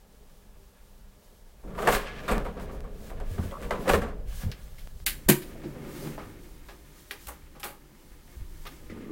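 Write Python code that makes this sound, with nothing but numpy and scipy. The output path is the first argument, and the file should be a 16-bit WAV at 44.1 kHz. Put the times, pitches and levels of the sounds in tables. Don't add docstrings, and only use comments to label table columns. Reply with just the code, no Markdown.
import sys
import numpy as np
from scipy import signal
from scipy.fft import rfft, irfft, next_fast_len
from scipy.io import wavfile
from scipy.ndimage import uniform_filter1d

SR = 44100
rng = np.random.default_rng(int(sys.argv[2]) if len(sys.argv) > 2 else 0)


def voltage_ratio(decibels):
    exponent = np.asarray(decibels, float) / 20
    return 10 ** exponent


def dump_mix(stems):
    frames = np.atleast_2d(stems).T
    limited = np.clip(frames, -1, 1)
    pcm = np.round(limited * 32767).astype(np.int16)
    wavfile.write(sys.argv[1], SR, pcm)


N = 402005

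# f/Hz, rms level/dB
HUM_LINES = [(199.2, -73.5), (382.2, -82), (602.9, -79), (699.8, -82.5), (802.1, -82.5), (899.0, -82)]
# f/Hz, density/dB per Hz
HISS_SPECTRUM = [(71, -46), (120, -19), (205, -6.5), (343, -8), (380, -19), (650, -17), (885, -8),
                 (1710, -18), (15200, -24.5), (16500, -31)]
# f/Hz, density/dB per Hz
RUMBLE_SPECTRUM = [(11, -35), (18, 1), (38, -8), (55, -8), (75, -17), (91, -18.5), (118, -24), (150, -22),
                   (200, -38), (330, -120)]
# t/s, level/dB
SWAY = [(0, -53), (.85, -50.5), (1.62, -54), (1.67, -44), (1.78, -42), (1.86, -33), (1.96, -42),
        (2.26, -42), (2.44, -31), (2.9, -40), (3.6, -37), (3.9, -43), (4.03, -30), (4.55, -42), (5.4, -44),
        (6.2, -46), (6.75, -51), (8.32, -52), (8.42, -45), (9.12, -52)]
# f/Hz, density/dB per Hz
RUSTLE_SPECTRUM = [(1470, -27), (2500, -13.5), (2970, -0.5), (5870, -1.5), (14900, -2.5), (16100, 1),
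                   (16500, -40)]
# t/s, time to rise 20 dB/s, time to fall 20 dB/s, peak level/dB
RUBS = [(1.81, .07, .2, -53.5), (1.94, .08, .075, -34), (2.27, .2, .4, -59), (2.31, .03, .1, -54),
        (3.82, .06, .1, -56), (2.62, .04, .08, -55), (2.73, .04, .08, -59), (3.63, .03, .1, -54),
        (3.07, .2, .1, -56), (3.33, .12, .2, -54), (3.44, .1, .1, -54), (3.58, .5, .6, -60),
        (3.93, .08, .09, -42), (4.29, .03, .2, -54), (4.36, .11, .2, -49), (4.42, .1, .05, -50),
        (7.22, .08, .1, -56), (8.73, .1, .2, -58), (4.65, .3, .9, -62), (5.27, .7, .03, -58),
        (5.47, .15, .8, -59), (6.06, .3, .2, -48), (6.25, .2, .6, -61), (6.8, .8, 1.1, -62),
        (7.25, .5, .3, -57.5), (8.35, .9, 1.6, -62), (8.68, .2, .3, -61)]
# t/s, effort/dB
SLIDING = [
    (1.62, -70),
    (1.636, -49),
    (1.73, -46),
    (1.85, -34),
    (1.94, -44),
    (2.09, -45.5),
    (2.26, -41),
    (2.6, -41),
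    (3.0, -51),
]
# t/s, effort/dB
STACKING = [
    (3.14, -46),
    (3.4, -49),
    (3.7, -40),
    (3.97, -32),
    (4.07, -41),
    (4.19, -49),
    (4.33, -61),
    (4.46, -50.5),
    (4.65, -62),
]
# t/s, effort/dB
SWINGING = [
    (4.95, -66),
    (5.09, -53),
    (5.3, -56),
    (5.47, -47),
    (5.84, -42),
    (6.11, -39.5),
    (6.165, -46),
    (6.4, -51),
    (6.7, -70),
]
# t/s, effort/dB
CLOSING = [
    (8.55, -68),
    (8.71, -53),
    (8.885, -58),
    (8.897, -50),
    (9.12, -51),
]
# t/s, scrape re rolling/dB
BINDING = [(1.65, -38), (1.74, -28), (1.78, -15), (1.85, -12), (2.05, 1), (2.17, -3.5), (2.55, -22),
           (3.3, -13), (4.2, -21), (5.6, -13), (8.85, -13), (8.9, -7), (9.12, -8)]
# f/Hz, width/Hz, level/dB
STEEL = [(128, 15.4, -4), (179, 14, 5), (215.2, 21.6, 1), (282.6, 30, -1), (378, 47, -8.5), (419, 16, 3.5),
         (476, 23, -2), (538.6, 20.4, 2), (562, 20, -3), (618.6, 28, 0), (702, 48, -7), (788, 40, 1),
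         (810, 38, -9.5), (905, 42, 0), (1003, 8.9, -11), (1055, 23, -0.5), (1188, 31, -5), (1457, 38, 1.5),
         (1420, 16, -3), (1557, 14, 1.5), (1686, 38, 1), (1950, 24, -6), (2107, 13, -4.5), (2140, 24, -1)]
# f/Hz, width/Hz, level/dB
GLASS = [(144.3, 15.8, -1.5), (228.5, 26, -3), (290, 26, -5), (320, 16, -2), (355, 11.4, -4.5),
         (416, 13.6, -6), (400, 20, -8), (490, 20, -6), (560, 25, -14), (645, 25, -8), (813, 28, -9),
         (900, 8.3, -12), (1150, 110, -16.5), (1224, 10, -4), (1518, 15, -7), (1834, 40, -16),
         (1990, 90, -21.5), (2166, 48, -13), (2300, 60, -25)]
# t/s, length/s, level/dB, start f/Hz, end f/Hz, roughness 0-1
SQUEAK = (3.522, .062, -40, 1020, 1170, .9)
# t/s, peak level/dB
TICKS = [
    (2.381, -25),
    (2.806, -36),
    (4.874, -37.5),
    (5.002, -42),
]
# t/s, peak level/dB, f/Hz (negative: first drops), t60/s
THUMPS = [(1.888, -25, 32.6, 0.23), (1.95, -22, 32.3, 0.22), (2.321, -17.5, 37.7, 0.17),
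          (2.369, -18, 33, 0.14), (3.311, -25.5, 89.4, 0.24), (3.39, -20, -84.4, 0.2),
          (3.45, -24, 87, 0.18), (3.901, -21.5, 32, 0.27), (3.94, -20.5, 79, 0.29), (4.315, -30, 28, .9),
          (4.435, -28, -170, 0.12), (4.448, -22, -95, .08), (4.465, -19, 95, 0.1), (4.485, -28, -130, .12),
          (5.262, -20, 39.7, 0.1), (8.368, -32, -62, 0.2), (8.4, -38, 95, .3), (6.25, -44, 98, .8),
          (8.9, -43, 92, .8), (8.415, -20, 43.6, 0.074), (8.445, -30, 42, 0.2), (8.474, -36, 27, .8),
          (8.595, -34, 24.5, .6), (7.27, -38, 60, .4), (8.803, -38, -70, .03), (8.862, -37, -60, .03),
          (8.882, -38, -70, .03)]
# t/s, peak level/dB, f/Hz (negative:
# first drops), t60/s
RINGS = [(3.512, -48.5, 3250, 0.068), (4.458, -31, -200, 0.12), (4.437, -42, 520, .08),
         (4.783, -46, 2180, 0.061), (5.29, -12.5, 362, 0.25), (5.36, -31, 325, .3),
         (5.29, -11, 211, 0.13), (6.18, -28, 633, 0.033), (6.18, -38, 1190, 0.15),
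         (6.18, -41, 1030, .1), (7.11, -29, 1920, 0.022), (7.11, -31, 2400, .02),
         (7.632, -36, 2300, 0.044), (8.665, -37.5, 1230, 0.099), (8.9, -36, 358, .1),
         (6.075, -44, 823, 0.076), (1.888, -12.5, 1500, 0.015), (3.708, -22, 900, 0.04),
         (3.708, -22, 600, .07), (3.857, -33, 805, .05), (3.895, -15, 780, .07),
         (3.936, -10, 480, 0.04), (3.945, -15, 640, .04), (3.943, -22, 1750, .05),
         (4.516, -32, 3000, 0.015), (5.289, -21, 1550, .12), (5.287, -23, 950, .1),
               (5.288, -19, 1850, .07), (5.3, -24, 650, .06), (5.33, -36, 950, .2), (1.787, -25, 650, .04),
               (1.78, -30, 980, .06), (1.828, -23, 650, .04), (1.877, -12, 720, .03),
               (1.884, -13, 850, .04), (1.873, -16, 1750, .04), (2.288, -26, 1400, .06),
               (2.281, -29, 550, .08), (2.283, -38, 3600, .08), (2.3, -39, 4400, .08),
               (2.452, -33, 560, .08), (2.462, -32, 700, .05), (2.695, -39, 520, .12),
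               (2.57, -38, 620, .05), (3.2, -41, 900, .05), (3.708, -26, 2000, .04), (1.638, -48, 560, .12),
               (1.655, -42, 330, .15), (6.23, -46, 1170, .25), (3.52, -34, 550, .12),
               (3.512, -45, 2000, .05), (5.553, -42, 460, .12), (5.553, -45, 650, .15),
               (6.18, -40, 850, .1), (6.18, -40, 450, .08), (6.25, -47, 355, .5), (8.899, -44, 2050, .07),
               (8.897, -46, 2330, .05), (8.903, -46, 1300, .05), (8.915, -46, 1950, .07),
               (9.09, -48, 1180, .15), (9.045, -50, 2050, .06), (8.665, -43, 2900, .05),
               (9.04, -52, 1150, .1), (3.115, -41, 680, .06), (3.22, -38, 700, .06),
               (3.382, -41, 1550, .05), (3.425, -42, 1500, .1), (7.11, -29, 2920, 0.0079),
               (7.632, -38, 1250, .08), (6.687, -47, 1680, .08)]
# t/s, peak level/dB, f/Hz, t60/s
SWELLS = [
    (3.872, -11, 520, .09),
    (.58, -57, 395, .5),
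    (1.857, -24, 600, .1),
]
# t/s, peak level/dB, lowest f/Hz, highest f/Hz
EDGES = [(2.2808, -33, 2500, 9000), (2.5991, -38, 3000, 11000), (2.7175, -46, 3000, 10000),
         (3.2017, -38, 4000, 10000), (3.512, -42, 2000, 4000), (3.522, -45, 7500, 9500),
         (3.6168, -35, 3500, 12000), (3.696, -44, 6000, 8000), (3.81, -44, 2000, 5000),
         (3.8795, -21, 600, 2200), (3.9355, -12, 600, 3000), (3.7092, -24, 1200, 5000),
         (4.5163, -26, 2000, 6500), (4.794, -44, 3800, 6500), (5.0643, -7, 1800, 14000),
         (5.2883, -7, 3000, 15000), (6.6864, -40, 1200, 4500), (7.1101, -25, 1300, 3500),
         (7.1102, -33, 8000, 15000), (7.2718, -29, 5000, 15000), (7.2833, -29, 6000, 15000),
         (7.5984, -36, 4000, 15000), (7.6318, -28, 1500, 6000), (7.6397, -27, 7000, 15000)]
# f/Hz, density/dB per Hz
STEEL_TREBLE = [(820, -12), (1400, 7.5), (5820, -7), (8700, -6), (10400, -14), (12600, -9.5), (16000, -22),
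                (16500, -64)]
# f/Hz, density/dB per Hz
NEAR_TREBLE = [(820, -35), (1400, -12), (1550, -2), (2550, -2.5), (3620, -5.5), (5090, -1.5), (13400, -2),
               (15700, -1), (16500, -28)]
# t/s, rattle peak/dB, clang re rattle/dB, crack re rattle/dB, t60/s
CLICKS = [(6.0704, -43.5, 8, -9, .088), (6.178, -46, 15, -9, .3), (6.6859, -40, 2, -14, .21),
          (7.1092, -28, -6, -4, .17), (7.269, -33.5, -8, 2, .09), (7.2825, -38, 8, 6.5, .2),
          (7.5523, -50, 9.5, -11, .18), (7.597, -39.5, -3, 2.5, .17), (7.6312, -25, -10, -8, .086),
          (7.6375, -29.5, 1.5, 2, .3), (8.6533, -36.5, 3, -17, .13), (8.6678, -29, -8.5, -7.5, .095),
          (8.899, -43, -5, -24, .16)]
# t/s, rattle peak/dB, thud re rattle/dB, crack re rattle/dB, t60/s
SLAPS = [
    (4.5165, -28.5, -9.5, -11, .097),
    (4.7825, -42.5, -16, -3, .3),
    (5.0605, -38, -19, 10, .05),
    (5.064, -14, -19, 0, .21),
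    (5.2845, -24, 18, 6, .16),
    (5.288, -10, -1.5, 3, .2),
    (5.2976, -6.5, -8, 2.5, .06),
    (5.307, -23, -5, -11, .18),
    (5.4188, -34.5, 6, -2.5, .17),
    (5.6371, -44.5, 22, -24.5, .21),
]
# t/s, clang peak/dB, thud re clang/dB, hardness/dB, t60/s
UNLOCKING = [(1.636, -60, 21, -40, .3), (1.675, -47, 8, -33, .4), (1.705, -46, 1, -26, .4),
             (1.748, -39, -9, -16, .23), (1.777, -31, -12, -18, .15), (1.787, -24, -17, -30, .12),
             (1.819, -30, -6, -5, .17), (1.828, -25, -13, -18, .13), (1.85, -28, -5, -10, .2),
             (1.865, -22, -10, -20, .1), (1.873, -8, -7, -11, .076), (1.887, -20.5, -1, 0, .15),
             (1.921, -21, -5, -3, .27), (1.947, -24, -8, 3, .13), (2.009, -37, -16, -7, .45),
             (2.28, -23, 2, -6, .2), (2.288, -21, -3, -14, .15), (2.301, -23, 0, -14, .15),
             (2.312, -21.5, 0, -6, .21), (2.35, -29, 3, -18, .27), (2.399, -32, -5, -22, .096),
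             (2.447, -31, -5, -14, .17), (2.461, -30, -8, -24, .12), (2.569, -36, -18, -36, .25),
             (2.597, -36.5, -21, -14, .17), (2.691, -39, -4, -24, .25), (2.839, -42, -11, -16, .18)]
# t/s, clang peak/dB, thud re clang/dB, hardness/dB, t60/s
FOLDING = [(3.097, -37.5, 3.5, -8, .15), (3.201, -36, -3, -13, .11), (3.38, -33.5, 13.5, -21, .12),
           (3.428, -43.5, 13, -2, .23), (3.512, -37, 1.5, -15, .15), (3.603, -41, 0, -12, .2),
           (3.622, -38, 0, -4, .3), (3.7075, -21, -12, -18, .22), (3.857, -30, -16, -23, .15),
           (3.871, -27, -5, -21, .17), (3.879, -19, 0, -8, .17), (3.891, -15, -11, -3.5, .15),
           (3.931, -26, -15, -3, .06), (3.936, -13, -21, -22, .07), (3.942, -17, -15, -4, .09),
           (3.948, -28, -15, -1.5, .092), (4.016, -27, -2, -15, .26), (4.079, -36, 0, -19, .2)]
# start t/s, end t/s
DROPOUTS = [
    (5.045, 5.059),
    (5.277, 5.283),
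]


def rms_one(x):
    return x / np.sqrt(np.mean(x ** 2) + 1e-20)


def band(x, low_hz, high_hz):
    return signal.sosfilt(signal.butter(2, [low_hz, high_hz], "band", fs=SR, output="sos"), x)


def coloured(x, spectrum):
    hz, level_db = np.transpose(spectrum)
    size = next_fast_len(N)
    grid = np.maximum(np.arange(size // 2 + 1) * SR / size, 1)
    gain = voltage_ratio(np.interp(np.log(grid), np.log(hz), level_db, left=-90, right=-90))
    return rms_one(irfft(rfft(x, size) * gain, size)[:N])


def drift(rate_hz):
    knots = int(N / SR * rate_hz) + 3
    return np.interp(np.arange(N) * rate_hz / SR, np.arange(knots), rng.standard_normal(knots))


def follow(t, curve):
    return voltage_ratio(np.interp(t, *np.transpose(curve)))


def grains(per_s, spread_db):
    chance, size = rng.random((2, N))
    at = np.flatnonzero(chance < per_s / SR)
    strength = voltage_ratio(spread_db * np.minimum(-np.log(1 - size[at]), 4))
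    out = np.zeros(N)
    out[at] = strength * np.sign(chance[at] - per_s / SR / 2)
    return rms_one(out)


def body(x, peaks, between_db, low_hz, high_hz):
    inside = [p for p in peaks if low_hz < p[0] < high_hz]
    out = voltage_ratio(between_db + np.mean(inside, axis=0)[2]) * x
    for k, (hz, width_hz, level_db) in enumerate(inside):
        r = np.exp(-np.pi * width_hz / SR)
        top = [(1 - r * r) / 2, 0, (r * r - 1) / 2]
        bottom = [1, -2 * r * np.cos(2 * np.pi * hz / SR), r * r]
        out += (-1) ** k * voltage_ratio(level_db) * signal.lfilter(top, bottom, x)
    return band(out, low_hz, high_hz)


def struck(drive, peaks, between_db, low_hz, high_hz, first=0):
    contacts = grains(6000, spread_db=2.5)
    scale = np.std(body(contacts[:SR // 2], peaks, between_db, low_hz, high_hz))
    live = np.flatnonzero(drive > 1e-7)
    span = slice(live[0], live[-1] + SR // 2)
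    out = np.zeros(N)
    out[span] = body((contacts * drive + first)[span], peaks, between_db, low_hz, high_hz) / scale
    return out


def hum():
    t = np.arange(N) / SR
    return sum(np.sqrt(2) * voltage_ratio(level_db + 4.6 * drift(15)) * np.sin(2 * np.pi * hz * t)
               for hz, level_db in HUM_LINES)


def microphone_hiss(dry):
    loudness = signal.lfilter([.0002], [1, -.9998], np.abs(dry))
    return voltage_ratio(-63 - 4.0) * coloured(rng.standard_normal(N), HISS_SPECTRUM) / (1 + 15.5 * loudness)


def handling_rumble():
    t = np.arange(N) / SR
    return follow(t, SWAY) * voltage_ratio(2.6 * drift(9)) * coloured(rng.standard_normal(N), RUMBLE_SPECTRUM)


def rubbing(lasts):
    t = np.arange(N) / SR
    coarse = t[::100]
    power = np.zeros(len(coarse))
    for s, rise_s, fall_s, level_db in RUBS:
        away = np.maximum((s - coarse) / rise_s, (coarse - s) / (fall_s * lasts))
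        power += voltage_ratio(level_db - 20 * away ** 1.4) ** 2
    return np.interp(t, coarse, np.sqrt(power))


def cloth_rustle(hits):
    idle = voltage_ratio(-67.5) / (1 + 30 * signal.lfilter([.0002], [1, -.9998], np.abs(hits)))
    rustle = coloured(grains(15000, spread_db=1.0), RUSTLE_SPECTRUM)
    return np.hypot(idle, rubbing(lasts=1)) * voltage_ratio(1.6 * drift(16)) * rustle


def door_travel():
    t = np.arange(N) / SR
    glass_takes_over_s = 4.9
    glass = np.clip((t - glass_takes_over_s) / .2, 1e-6, 1 - 1e-6)
    steel = 1 - glass
    idle_roll = voltage_ratio(np.interp(glass, [0, 1], (-65, -59.5)))
    idle_scrape = voltage_ratio(np.interp(glass, [0, 1], (-71, -67)))
    travel = follow(t, SLIDING + STACKING + SWINGING + CLOSING)
    roll = np.hypot(travel, idle_roll) * voltage_ratio(1.5 * drift(25))
    grate = np.hypot(travel * follow(t, BINDING), voltage_ratio(-5.5) * rubbing(lasts=1.8))
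    scrape = np.hypot(grate, idle_scrape) * voltage_ratio(2.2 * drift(40))
    out = struck(steel * roll, STEEL, -10.0, 96, 700)
    out += struck(steel * scrape, STEEL, -1.0, 700, 2800)
    out += struck(glass * roll, GLASS, -13.0, 75, 620)
    out += struck(glass * scrape, GLASS, 4.5, 820, 2440)
    return out


def closer_judder():
    start = round(8.897 * SR)
    slips = band(grains(160, spread_db=2.5)[start:], 150, 440)
    shaken = body(slips, GLASS, 1.5, 150, 500)
    return voltage_ratio(-42) * np.concatenate([np.zeros(start), rms_one(shaken)])


def hinge_squeak():
    s, length_s, level_db, from_hz, to_hz, rough = SQUEAK
    u = np.arange(round(length_s * SR)) / (length_s * SR)
    phase = 2 * np.pi * np.cumsum(from_hz + (to_hz - from_hz) * np.sqrt(u)) / SR
    swell = voltage_ratio(level_db) * np.sin(np.pi * u) ** .5 * (1 + rough * np.sin(phase / 17))
    out = np.zeros(N)
    out[round(s * SR):][:len(u)] = swell * np.sin(phase + rough * np.sin(phase / 7))
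    return out


def case_ticks():
    clicks = np.full(N, 1e-18)
    for s, level_db in TICKS:
        clicks[round(s * SR)] = -voltage_ratio(level_db + 6.5)
    return signal.lfilter([1], [1, -.9], clicks)


def ringing_modes(table, rise_cycles, twin=0.):
    twin_ratio = 1.06
    out, t = np.zeros(N), np.arange(SR // 2) / SR
    for s, level_db, hz, t60_s in table:
        at = round(s * SR)
        envelope = (1 - np.exp(-t * abs(hz) / rise_cycles)) * voltage_ratio(level_db - 60 * t / max(t60_s, .008))
        tone = np.sin(2 * np.pi * hz * t) + twin * np.sin(2 * np.pi * hz * twin_ratio * t)
        out[at:][:len(t)] += (envelope * tone / (1 + twin))[:N - at]
    return out


def first_edges():
    out = np.zeros(N)
    for s, level_db, low_hz, high_hz in EDGES:
        edge = band(np.arange(SR // 100) == 0, low_hz, high_hz)
        out[round(s * SR):][:len(edge)] += voltage_ratio(level_db) * edge / np.abs(edge).max()
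    return out


def fades(table, column, rise_s, lasting, snap=0.):
    out, first, t = np.zeros(N), np.zeros(N), np.arange(SR // 2) / SR
    for row in table:
        at = round(row[0] * SR)
        level_db = row[1] + (row[column] if column > 1 else 0)
        first[at] = voltage_ratio(level_db)
        envelope = (1 - np.exp(-t / rise_s)) * voltage_ratio(level_db - 60 * t / (lasting * max(row[5], .02)))
        envelope = envelope * (1 + snap * np.exp(-t / 0.0015))
        out[at:at + len(t)] += envelope[:N - at] ** 2
    return np.sqrt(out) + 1e-9, first


def chattering_blows(table, peaks, clang, rattle, treble, gain_db, touch):
    drive, first = fades(table, column=2, rise_s=0.0051, lasting=0.9)
    thud = struck(drive, peaks, -10.5, 83, 413, 7.9 * touch * first)

    drive, first = fades(table, column=clang, rise_s=0.0017, lasting=1.0, snap=1.1 * touch)
    ring = struck(drive, peaks, -4.5, 347, 1430, 9.2 * touch * first)

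    drive, first = fades(table, column=rattle, rise_s=0.0024, lasting=0.78, snap=0.74 * touch)
    bright = coloured(grains(12000, spread_db=4.5), treble)
    edge = drive * rms_one(band(bright, 970, 4450))
    edge += 0.16 * struck(drive, peaks, 0.5, 1400, 2420)
    edge += 10.7 * touch * band(first, 1400, 5300)

    drive, first = fades(table, column=4, rise_s=0.00095, lasting=0.82, snap=0.27 * touch)
    crack = drive * rms_one(band(bright, 6200, 15000))
    crack += 4.0 * touch * band(first, 5000, 15000)
    return voltage_ratio(gain_db) * (thud + ring + edge + crack)


def slaps_and_clicks():
    slaps = [(s, db, thud, .45 * thud - 12, crack, t60) for s, db, thud, crack, t60 in SLAPS]
    clicks = [(s, db, clang - 15, clang, crack, t60) for s, db, clang, crack, t60 in CLICKS]
    return chattering_blows(slaps + clicks, GLASS, clang=3, rattle=1, treble=NEAR_TREBLE,
                            gain_db=-8.5, touch=0.78)


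def steel_doors():
    table = [(s, db, thud, hard, .75 * hard - 9, t60) for s, db, thud, hard, t60 in UNLOCKING + FOLDING]
    return chattering_blows(table, STEEL, clang=1, rattle=3, treble=STEEL_TREBLE, gain_db=-4.0, touch=0.55)


def car_echo(x):
    t60_s = 0.28
    size = next_fast_len(N + SR)
    w = 2 * np.pi * np.arange(size // 2 + 1) / size
    response = 0
    for k, lag in enumerate((np.geomspace(.007, .029, 10) * SR).astype(int)):
        loop = voltage_ratio(-60 * lag / SR / t60_s) * np.exp(-1j * w * lag)
        response = response + (-1) ** k * loop / (1 - loop)
    return irfft(rfft(x, size) * response, size)[:N] / np.sqrt(10)


def scene():
    hits = steel_doors() + slaps_and_clicks()
    hits += ringing_modes(RINGS, rise_cycles=0.39, twin=.3)
    hits += ringing_modes(SWELLS, rise_cycles=5.0)
    hits += closer_judder() + first_edges()
    background = hum() + handling_rumble() + cloth_rustle(hits) + door_travel()
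    small = hinge_squeak() + case_ticks()
    booms = ringing_modes(THUMPS, rise_cycles=0.1)
    mix = hits + voltage_ratio(-13.5) * car_echo(hits) + booms + small + background
    return mix[None]


def low_pass(x):
    return signal.sosfilt(signal.butter(12, 16820, fs=SR, output="sos"), x)


def record(dry):
    x = dry + microphone_hiss(dry)
    t = np.arange(N) / SR
    inside = sum((t > a) & (t < b) for a, b in DROPOUTS) * 1.
    muted = uniform_filter1d(inside, size=60)
    ahead = x * (1 - np.roll(muted, 200) + muted).clip(0, 1)
    dull = signal.sosfiltfilt(signal.butter(4, 1100, fs=SR, output="sos"), ahead)
    x = x + muted * (dull - x)
    mix = signal.sosfilt(signal.ellip(16, .3, 80, 16050, fs=SR, output="sos"), x)
    return low_pass(mix)


dry = scene()
out = record(dry)
dump_mix(out)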